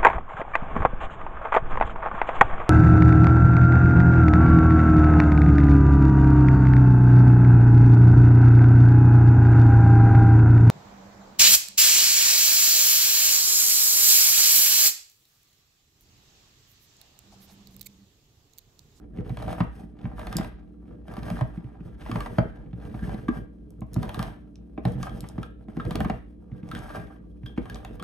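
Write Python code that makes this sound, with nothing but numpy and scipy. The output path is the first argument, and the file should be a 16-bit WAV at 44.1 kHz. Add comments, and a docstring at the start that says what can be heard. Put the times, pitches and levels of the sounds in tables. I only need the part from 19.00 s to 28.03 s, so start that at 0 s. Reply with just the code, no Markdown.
"""A fridge hums and a hand-held opener rubs lightly on a full steel can, standing on a kitchen counter by a phone.
Then each wrist stroke scrapes the rim: noisy slips keep the modes of counter, can and opener ringing.
The rocking can thuds into the counter, feed-wheel teeth tick through the can's modes, and the lid snaps
as short noise bursts. Decaying noise gives the room; the phone's two ports hear the can by different paths."""
import sys
import numpy as np
from scipy import signal
from scipy.fft import rfft, irfft
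from scipy.io import wavfile
from scipy.ndimage import uniform_filter1d

SR = 44100
rng = np.random.default_rng(int(sys.argv[2]) if len(sys.argv) > 2 else 0)


def wrap_up_sound(samples):
    """Save the sound to the file named by the first command line argument, as 16-bit audio."""
    columns = np.atleast_2d(samples).T
    # keep every value between -1 and 1, then stretch to whole-number steps
    tamed = np.clip(columns, -1, 1)
    steps = np.round(tamed * 32767).astype(np.int16)
    wavfile.write(sys.argv[1], SR, steps)


N = 398223
FREQ = np.fft.rfftfreq(N, 1 / SR)

# Modes share three columns: pitch_hz [Hz], level_db [dB, relative], t60_s [s, before any damping by the grip]
# bending modes of the counter top
COUNTER_MODES = [(128.1, -2, 0.071), (171.4, -0.5, 0.089), (202.4, 0.5, 0.067), (240.9, -3, 0.083),
                 (290, -8, 0.043), (365, -12, 0.068), (424, -7, 0.1), (479.7, 1.5, 0.054),
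                 (540, -6.5, 0.022)]
# the counter's deep, slow shake
SHAKE_MODES = [(51.7, 4.5, 0.55), (60.2, 10.5, 0.24), (74.4, -13, 0.11)]
# the full can's wall and rim
CAN_MODES = [(653.4, 7, 0.043), (750.4, 5.5, 0.039), (850, -1.5, 0.039), (926, 4, 0.024),
             (1164.4, 0, 0.058), (1324, -3, 0.04), (1460, -7, 0.03), (1580, -8.5, 0.036),
             (1613, 1.5, 0.088), (1737, -4.5, 0.14), (1870, -9, 0.095), (2060, -13.5, 0.063),
             (2330, -12.5, .05), (2820, -20, 0.088), (3030, -16.5, 0.15)]
# the opener's steel
OPENER_MODES = [(3260, 0.5, 0.09), (3310, -2.5, 0.1), (3380, -3, 0.08), (3680, -1.5, 0.057),
                (3930, -3.5, .035), (4300, -4, .03), (5000, -2, .06), (6050, -5, .05), (8200, -1, 0.052),
                (9600, -3, .04)]


def undb(db):
    """Decibels to amplitude gain."""
    return 10 ** (np.asarray(db) / 20)


def unit(x):
    """Scales a signal to rms 1."""
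    return x / np.sqrt(np.mean(x ** 2))


def shaped(x, table):
    """Colours a signal by (Hz, dB) points; rms 1."""
    hz, db = np.transpose(table)
    gain = undb(np.interp(np.log(FREQ + 1), np.log(hz), db))
    return unit(irfft(rfft(x) * gain, N))


def band(x, lo_hz, hi_hz, order=2):
    """Keeps the sound between two frequencies."""
    edges = [lo_hz, min(hi_hz, .45 * SR)]
    return signal.sosfilt(signal.butter(order, edges, "band", fs=SR, output="sos"), x)


def walk(rate):
    """Random levels held 1 / rate s and smoothed twice; rms near 1."""
    k = int(SR / rate)
    steps = np.repeat(rng.standard_normal(N // k + 1), k)
    return unit(uniform_filter1d(uniform_filter1d(steps, k), k)[:N])


def ring(modes, centre_hz, octaves, scatter_db, rise_cycles):
    """One blow: the modes near the struck spot's centre speak loudest, low ones build later; peak 1."""
    hz, db, t60 = (c[:, None] for c in np.transpose(modes))
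    t = np.arange(int(min(t60.max(), 1 / 3) * SR)) / SR
    chance = rng.standard_normal((len(modes), 3))
    distance = np.log2(hz / centre_hz) / octaves
    gain = undb(db + scatter_db * chance[:, :1] - 6 * distance ** 2)
    turn = 2 * np.pi * hz * (1 + .007 * chance[:, 1:2]) * t
    # each mode has a close, weaker twin, so the ring beats roughly
    pair = np.sin(turn) + .6 * np.sin(turn * (1 + .02 * chance[:, 2:]))
    rise = (1 - np.exp(-t * hz / rise_cycles)) ** 2
    wave = (gain * pair * undb(-60 * t / t60) * rise).sum(axis=0)
    return wave / np.abs(wave).max()


def crack(lo_hz, hi_hz, t60):
    """A short burst of noise at the contact; peak 1."""
    t = np.arange(SR // 20) / SR
    burst = rng.standard_normal(len(t)) * undb(-60 * t / t60) * (1 - np.exp(-t / 0.00072))
    wave = band(burst, lo_hz, hi_hz, order=3)
    return wave / np.abs(wave).max()


def add(out, s, wave):
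    """Lays a wave into the track at s seconds."""
    i = int(s * SR)
    out[i:i + len(wave)] += wave[:len(out) - i]


def rubbed(modes, rate, spread_db, grain_db, push_s, damp):
    """Uneven little slips, over a bed of noise, keep the modes ringing, damped by the grip; rms 1."""
    struck = rng.random(N) < rate / SR
    strength = undb(spread_db * np.clip(rng.standard_normal(N), -2, 2))
    slips = struck * strength * np.sign(rng.standard_normal(N))
    push = undb(grain_db) * unit(slips) + rng.standard_normal(N)
    drive = uniform_filter1d(push, 1 + int(push_s * SR))
    out = 0
    for hz, db, t60 in modes:
        r = undb(-60 * damp / (t60 * SR))
        angle = 2 * np.pi * hz / SR
        ringing = signal.lfilter([1], [1, -2 * r * np.cos(angle), r * r], drive)
        # the rubbed spot travels, so each mode swells and fades on its own
        out = out + undb(db + 2.3 * walk(6)) * np.sin(angle) * ringing
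    return unit(out)


def background():
    """Slightly wavering fridge hum and a thin can ring, over dull air noise spread between the two ports."""
    # steady faint tones: motor hum of the fridge, plus the can's thin 1610 Hz ring;
    # columns: pitch_hz [Hz], level_db [dB rms, before the wavering]
    steady_tones = [(59.5, -50), (179, -54.5), (215, -56.5), (240, -63.5), (297, -57), (324, -71),
                    (349, -74.5), (431, -74), (645, -79), (1610, -90.5), (4050, -99)]
    # colour of the room's air noise; columns: pitch_hz [Hz], level_db [dB per Hz, relative]
    air_colour = [(18, -27.5), (30, -13.5), (68, -9.5), (133, -14), (181, -13.5), (304, -3), (786, -35.5),
                  (2140, -66), (9520, -60.5), (14000, -79.5)]
    air_db = -56.5
    t = np.arange(N) / SR
    tones = 0
    for hz, db in steady_tones:
        level = np.sqrt(2) * undb(db + 0.38 * walk(6.5))
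        tones = tones + level * np.sin(2 * np.pi * hz * t + 0.8 * walk(2.3))
    mid, side = (shaped(rng.standard_normal(N), air_colour) for _ in range(2))
    return tones + undb(air_db) * (mid + 0.93 * side * np.array([[1], [-1]]))


def effort(column):
    """Gain of one rubbed layer: each stroke bites, swells to its hardest moment, eases and lets go."""
    # wrist strokes and short regrips; columns: start_s [s], hardest_s [s], end_s [s], then levels at the
    # hardest moment: rumble_db [dB, counter], scrape_db [dB, rim], hiss_db [dB, cutter]
    strokes = [(0.01, .03, 0.11, -47, -61.5, -90), (0.151, 0.193, 0.24, -33, -55.5, -75),
               (0.26, 0.5, 0.67, -35, -47, -62), (0.72, 0.798, 0.87, -46, -54.5, -68.5),
               (0.971, 1.055, 1.26, -40.5, -57, -77.5), (1.178, 1.426, 1.504, -34.5, -44, -60),
               (1.52, 1.56, 1.8, -55, -65, -92.5), (1.837, 1.886, 2.03, -44, -60.5, -82.5),
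               (2.078, 2.332, 2.5, -36, -47.5, -63), (2.497, 2.547, 2.86, -49.5, -58, -77.5),
               (2.832, 2.852, 2.99, -46.5, -57.5, -74.5), (3.014, 3.178, 3.43, -35.5, -47, -60),
               (3.39, 3.41, 3.7, -40, -55, -75), (3.763, 3.845, 4.01, -40, -53, -70),
               (3.923, 4.104, 4.34, -37.5, -48.5, -63), (4.265, 4.384, 4.42, -38, -51, -67.5),
               (4.928, 5.044, 5.24, -36, -49, -64), (5.086, 5.22, 5.32, -33, -45.5, -59),
               (5.3, 5.32, 5.5, -50, -59.5, -78), (5.85, 5.878, 6.2, -34, -50, -65.5),
               (5.97, 6.027, 6.365, -37.5, -49.5, -60.5), (6.385, 6.44, 6.5, -41.5, -57, -69),
               (6.692, 6.7, 6.75, -45, -58, -77), (6.765, 7.006, 7.18, -32, -49.5, -61.5),
               (7.517, 7.57, 7.62, -43, -59, -78.5), (7.635, 7.693, 7.73, -45, -57.5, -72.5),
               (7.713, 7.764, 7.98, -38.5, -46, -58.5), (7.815, 7.91, 8.14, -41, -46.5, -64),
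               (8.46, 8.47, 8.56, -44.5, -56.5, -71.5), (8.573, 8.716, 9.15, -43, -54.5, -69),
               (8.96, 9.031, 9.8, -39, -53, -75)]
    grip_s, let_go_s = 0.05, 0.07
    # rumble, scrape and hiss while the hand only holds the opener
    rest_db = (-54.5, -76.5, -89.5)[column]
    # the same three at a stroke's start and end, relative to its hardest moment
    bite_db, ease_db = (-9, -7, -10.5)[column], (-9, -12.5, -14)[column]
    t = np.arange(N) / SR
    gain = np.full(N, undb(rest_db))
    for start, hardest, end, *db in strokes:
        times = [start - grip_s, start, hardest, end, end + let_go_s]
        shape_db = np.interp(t, times, [-30, bite_db, 0, ease_db, -30])
        gripping = (t > times[0]) * (t < times[-1])
        gain = np.maximum(gain, undb(db[column] + shape_db) * gripping)
    return gain


def turning():
    """Wrist effort rubs counter, can and cutter without pause, keeping their modes ringing under noise."""
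    # colour of the cutter's hiss; columns: pitch_hz [Hz], level_db [dB per Hz, relative]
    hiss_colour = [(1500, -24), (2500, -3.5), (3500, -11.5), (5000, -7), (6200, -9.5), (7400, -17.5),
                   (8100, -6), (9000, -10), (9800, -8.5), (11000, -12), (13000, -7), (14500, -30.5)]
    sway_s, sway_db, sway_rest_db = 0.17, -4.5, -58.5
    firm_db, brighten = -46.5, 0.34  # scrape level of reference brightness; how fast the highs follow effort
    rumble, scrape, hiss = (effort(column) for column in range(3))

    # the counter's sway follows a smoothed rumble
    sway = undb(sway_db) * uniform_filter1d(rumble, int(sway_s * SR)) + undb(sway_rest_db)
    shaking = sway * rubbed(SHAKE_MODES, 30, spread_db=3, grain_db=-3, push_s=.004, damp=1)
    counter = rubbed(COUNTER_MODES, 70, spread_db=6.0, grain_db=1.0, push_s=0.0011, damp=1.3)
    rumbling = rumble * undb(2 * walk(25)) * counter

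    grit = undb(2.62 * walk(44) + 1.8 * walk(250))  # the cutter catches and tears unevenly
    burrs = unit(band(rng.standard_normal(N) * undb(5 * walk(400)), 460, 2700))
    low = [m for m in CAN_MODES if m[0] < 1400]
    high = [m for m in CAN_MODES if m[0] >= 1400]
    low_can = rubbed(low, 220, spread_db=4.5, grain_db=11.0, push_s=.0002, damp=1.4)
    high_can = rubbed(high, 350, spread_db=5.0, grain_db=11, push_s=.0001, damp=1.0)
    # a light scrape is duller
    bright = undb(-6) * (scrape / undb(firm_db)) ** brighten
    scraping = scrape * grit * (low_can + bright * high_can + undb(-11.5) * burrs)

    # the opener's arm rattles more once the lid hangs loose, from 8.3 s
    rattle_db = np.where(np.arange(N) / SR > 8.3, 0, -5.5)
    arm = rubbed(OPENER_MODES, 400, spread_db=4, grain_db=4, push_s=.00002, damp=2)
    steel = shaped(rng.standard_normal(N), hiss_colour) + undb(rattle_db) * arm
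    hissing = hiss * np.sqrt(grit) * undb(2.0 * walk(60)) * steel
    return shaking + rumbling + scraping + hissing


def thuds():
    """The rocking can strikes the counter: a dry contact, then bending waves and a late, deep shake."""
    # blows on the counter; columns: start_s [s], level_db [dB peak of the main blow], pitch_hz [Hz, centre]
    counter_blows = [(.184, -21.5, 164), (.301, -23, 133), (0.511, -25.5, 189), (0.603, -12, 171),
                     (.834, -31.5, 186), (1.041, -23, 136), (1.352, -18.5, 196.6), (1.394, -16.5, 208.9),
                     (2.177, -24, 237), (2.308, -19.5, 150), (2.411, -17, 134), (2.573, -23.5, 194),
                     (2.642, -30, 133.9), (2.804, -29, 198), (3.091, -24.5, 273), (3.123, -21.5, 199),
                     (3.15, -20.5, 173), (3.382, -10, 161.5), (3.66, -33.5, 180), (3.73, -26.5, 153),
                     (3.913, -31, 194), (3.944, -24, 170), (4.026, -21, 177), (4.075, -25, 190),
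                     (4.14, -22, 205), (4.284, -12.5, 258), (4.816, -23, 172.1), (4.963, -16.5, 149),
                     (5.194, -20, 180), (5.777, -22, 271), (5.851, -16, 168), (5.952, -27, 136),
                     (5.998, -24.5, 144), (6.228, -26, 188), (6.381, -18.5, 197), (6.682, -30, 230),
                     (6.769, -18.5, 249.9), (6.862, -20.5, 257), (6.909, -21.5, 184.4), (6.948, -19, 250),
                     (7.007, -16.5, 201), (7.054, -17.5, 203), (7.097, -17.5, 228), (7.516, -26.5, 131),
                     (7.63, -28.5, 177), (7.73, -27, 250), (7.978, -27.5, 134.4), (8.432, -29.5, 146),
                     (8.577, -14, 251)]
    thump_t60_s = 0.031  # the dead blow, as strong as the counter's ring
    contact_db, deep_db = -23, -18  # relative to the main blow
    out = np.zeros(N)
    for s, db, hz in counter_blows:
        blow = ring(COUNTER_MODES, hz, octaves=0.56, scatter_db=4.5, rise_cycles=0.67)
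        thump = ring([(hz, 0, thump_t60_s)], hz, octaves=1, scatter_db=0, rise_cycles=.3)
        add(blow, .001, thump)
        shake = ring(SHAKE_MODES, 60, octaves=1.5, scatter_db=3, rise_cycles=.4)
        add(out, s + 0.0019, undb(db) * blow / np.abs(blow).max())
        add(out, s, undb(db + contact_db) * crack(500, 2500, 0.037))
        add(out, s + .006, undb(db + deep_db) * shake)
    return out


def ticks():
    """Each tooth slips off the rim, rings can, lid and opener and spits a little treble."""
    # feed-wheel teeth; columns: start_s [s], level_db [dB, reference for body parts], pitch_hz [Hz, centre],
    # treble_db [dB peak of the highest burst]
    teeth = [(.294, -35, 774, -50.5), (.371, -30.5, 920, -45.5), (.424, -30.5, 600, -44),
             (.48, -24.5, 650, -47), (0.528, -25.5, 690, -42.5), (.582, -28.5, 770, -71),
             (0.604, -19, 870, -46.5), (1.054, -33.5, 726, -77), (1.194, -32, 860, -43.5),
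             (1.269, -28.5, 852, -38.5), (1.327, -29.5, 1210, -36), (1.384, -26, 731, -37.5),
             (1.41, -26.5, 763, -48), (1.445, -28.5, 880, -43), (2.081, -36.5, 770, -51.5),
             (2.138, -36.5, 810, -50), (2.167, -33.5, 870, -47.5), (2.231, -37.5, 870, -46),
             (2.282, -31.5, 850, -50), (2.301, -27.5, 680, -40), (2.389, -31.5, 860, -51.5),
             (2.41, -20, 810, -44), (3.062, -31, 850, -57.5), (3.114, -25, 1210, -38),
             (3.157, -21.5, 910, -43.5), (3.205, -25, 1170, -36.5), (3.26, -25.5, 930, -45.5),
             (3.384, -12, 670, -37.5), (3.73, -47, 660, -77), (3.8, -47.5, 860, -66),
             (3.852, -41.5, 1031, -57), (3.942, -36, 730, -62), (4.073, -41.5, 785, -57.5),
             (4.093, -34.5, 870, -53.5), (4.144, -37, 795, -51.5), (4.283, -21.5, 1168, -46),
             (4.82, -34.5, 513, -66), (4.962, -30, 665, -51.5), (5.029, -30.5, 960, -40.5),
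             (5.079, -37, 620, -53), (5.092, -29, 882, -38.5), (5.144, -29.5, 1195, -36.5),
             (5.192, -23, 1187, -34), (5.227, -26, 635, -34), (5.777, -28, 632, -75.5),
             (5.852, -21, 810, -35), (6.03, -27.5, 1185, -39.5), (6.068, -28, 1235, -61.5),
             (6.094, -47, 1170, -48), (6.24, -35, 875, -55), (6.38, -30, 700, -62.5),
             (6.43, -32.5, 1306, -41.5), (6.684, -40.5, 690, -67), (6.768, -33.5, 657, -53),
             (6.799, -25.5, 1307, -57.5), (6.851, -33.5, 690, -46.5), (6.908, -25.5, 1005, -34.5),
             (6.955, -24.5, 684, -29), (7.004, -19, 695, -34.5), (7.047, -23.5, 1098, -42),
             (7.098, -18.5, 830, -42), (7.714, -28, 1320, -41), (7.75, -29.5, 1543, -39),
             (7.893, -40, 1189, -48.5), (7.957, -43, 915, -44), (8.46, -41.5, 1610, -46),
             (8.576, -28, 820, -55), (8.656, -35, 1080, -50.5), (8.698, -34.5, 1640, -41),
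             (8.756, -33.5, 990, -44), (8.848, -31.5, 770, -40), (8.997, -35, 1130, -47),
             (9.025, -30.5, 1320, -40.5)]
    # higher-centred ticks carry more of the lid's clear tone and less noise
    lid_hz, lid_tone_db, crack_db = (870, 1240), (-17.5, -4.5), (-6, -15)
    lid_t60_s = 0.043
    free_s, held_db = (5.3, 6.0), -4  # the lid's tone is held down until it is cut half free
    can_db = -3  # can ring, relative to level_db
    grind_db, ping_db = 2.5, -13.5  # low treble and opener ring, relative to treble_db
    out = np.zeros(N)
    for s, db, hz, treble_db in teeth:
        lid_db = np.interp(hz, lid_hz, lid_tone_db) + np.interp(s, free_s, [held_db, 0])
        # a stronger lid tone leaves the can a weaker ring
        can_level_db = db + can_db - 0.3 * (lid_db - lid_tone_db[0])
        can = ring(CAN_MODES, hz, octaves=0.46, scatter_db=2.5, rise_cycles=0.45)
        lid = ring([(hz, 0, lid_t60_s)], hz, octaves=1, scatter_db=0, rise_cycles=.7)
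        opener = ring(OPENER_MODES, 3600, octaves=0.45, scatter_db=1.5, rise_cycles=0.19)
        noise_db = db + np.interp(hz, lid_hz, crack_db)
        add(out, s, undb(noise_db) * crack(hz / 2.8, hz * 2.43, 0.035))
        add(out, s, undb(can_level_db) * can)
        add(out, s, undb(db + lid_db) * lid)
        add(out, s, undb(treble_db + grind_db) * crack(1900, 4600, 0.012))
        add(out, s, undb(treble_db + ping_db) * opener)
        add(out, s, undb(treble_db) * crack(4200, 20000, 0.0091))
    return out


def snaps():
    """The lid's edge snaps: bright, very short cracks of thin steel."""
    # columns: start_s [s], level_db [dB peak], pitch_hz [Hz, centre of the noise band]
    edge_snaps = [(1.3678, -15.5, 8000), (4.705, -47, 9100), (4.807, -47.5, 9640), (4.867, -64, 9300),
                  (4.933, -38, 8530), (4.942, -30.5, 7700), (5.5563, -43, 4300), (5.884, -49, 4990),
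                  (5.9207, -47, 8420), (6.029, -29.5, 5500), (6.2062, -31.5, 7500), (6.288, -33, 7560),
                  (7.6892, -47, 5050), (7.7901, -41, 5270), (8.745, -33.5, 4390), (8.954, -52, 8340)]
    out = np.zeros(N)
    for s, db, hz in edge_snaps:
        add(out, s, undb(db) * crack(hz / 2.2, hz * 1.7, 0.0065))
    return out


def arm_pings():
    """The opener's loose arm knocks and rings out, its modes roughened by chatter against the rim."""
    # columns: start_s [s], level_db [dB peak before the chatter], pitch_hz [Hz, centre]
    arm_knocks = [(6.095, -51, 3420), (6.433, -53, 3540), (6.8, -49, 3600), (7.716, -47, 3570),
                  (7.752, -41.5, 3530), (8.463, -44, 3270), (8.7, -49, 3500), (8.757, -52, 3280),
                  (8.462, -58, 5097), (8.85, -55, 3280), (8.999, -46.5, 3300)]
    out = np.zeros(N)
    for s, db, hz in arm_knocks:
        wave = ring(OPENER_MODES, hz, octaves=0.1, scatter_db=1.0, rise_cycles=3.7)
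        chatter = uniform_filter1d(rng.standard_normal(len(wave)), SR // 250)
        add(out, s, undb(db) * wave * undb(4 * unit(chatter)))
    return out


def kitchen(x):
    """Room echo: decaying noise for each band and port; the bands around 2 kHz linger longest."""
    # columns: pitch_hz [Hz, band centre], t60_s [s], level_db [dB, relative]
    room_bands = [(91.5, .1, -26), (388, .2, -18.5), (928, 0.23, -17), (1660, 0.39, -17.5),
                  (2600, 0.42, -16), (4550, 0.14, -16), (9000, 0.15, -15)]
    t = np.arange(int(.7 * SR)) / SR
    tail = 0
    for hz, t60, db in room_bands:
        noise = band(rng.standard_normal((2, len(t))), hz / 1.5, hz * 1.5, order=3)
        tail = tail + undb(db - 60 * t / t60) * noise / np.sqrt(t60 * hz)
    tail = tail * (1 - np.exp(-t / 0.0015)) * undb(10.5)
    return signal.fftconvolve(x[None], tail, axes=1)[:, :N]


def scene():
    """Can and opener reach two ports with unequal phase and level, over the room's echo and background."""
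    # columns: pitch_hz [Hz], lead_rad [radians by which the left port leads]
    port_lead = [(0, 0.5), (330, -0.12), (540, 3.5), (640, 5), (900, 6.5), (1250, 6.5), (1500, 7.5),
                 (2700, 7), (4000, 7.5), (5300, 7.5), (5800, 7), (8000, 4.5), (10500, 7), (16000, 9.5)]
    can = turning() + thuds() + ticks() + snaps() + arm_pings()
    hz, lead = np.transpose(port_lead)
    # the two ports hear the can by different paths round the phone
    right = irfft(rfft(can) * np.exp(-1j * np.interp(FREQ, hz, lead)), N)
    direct = np.array([undb(0.65) * can, undb(1.36) * right])
    return direct + kitchen(can) + background()


def record(dry):
    """The phone drops the deepest bass, below 40 Hz, and cuts the top above 16.4 kHz."""
    dry = signal.sosfilt(signal.butter(6, 40, "high", fs=SR, output="sos"), dry)
    return signal.sosfilt(signal.ellip(8, .2, 70, 16400, fs=SR, output="sos"), dry)


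dry = scene()
out = record(dry)
wrap_up_sound(out)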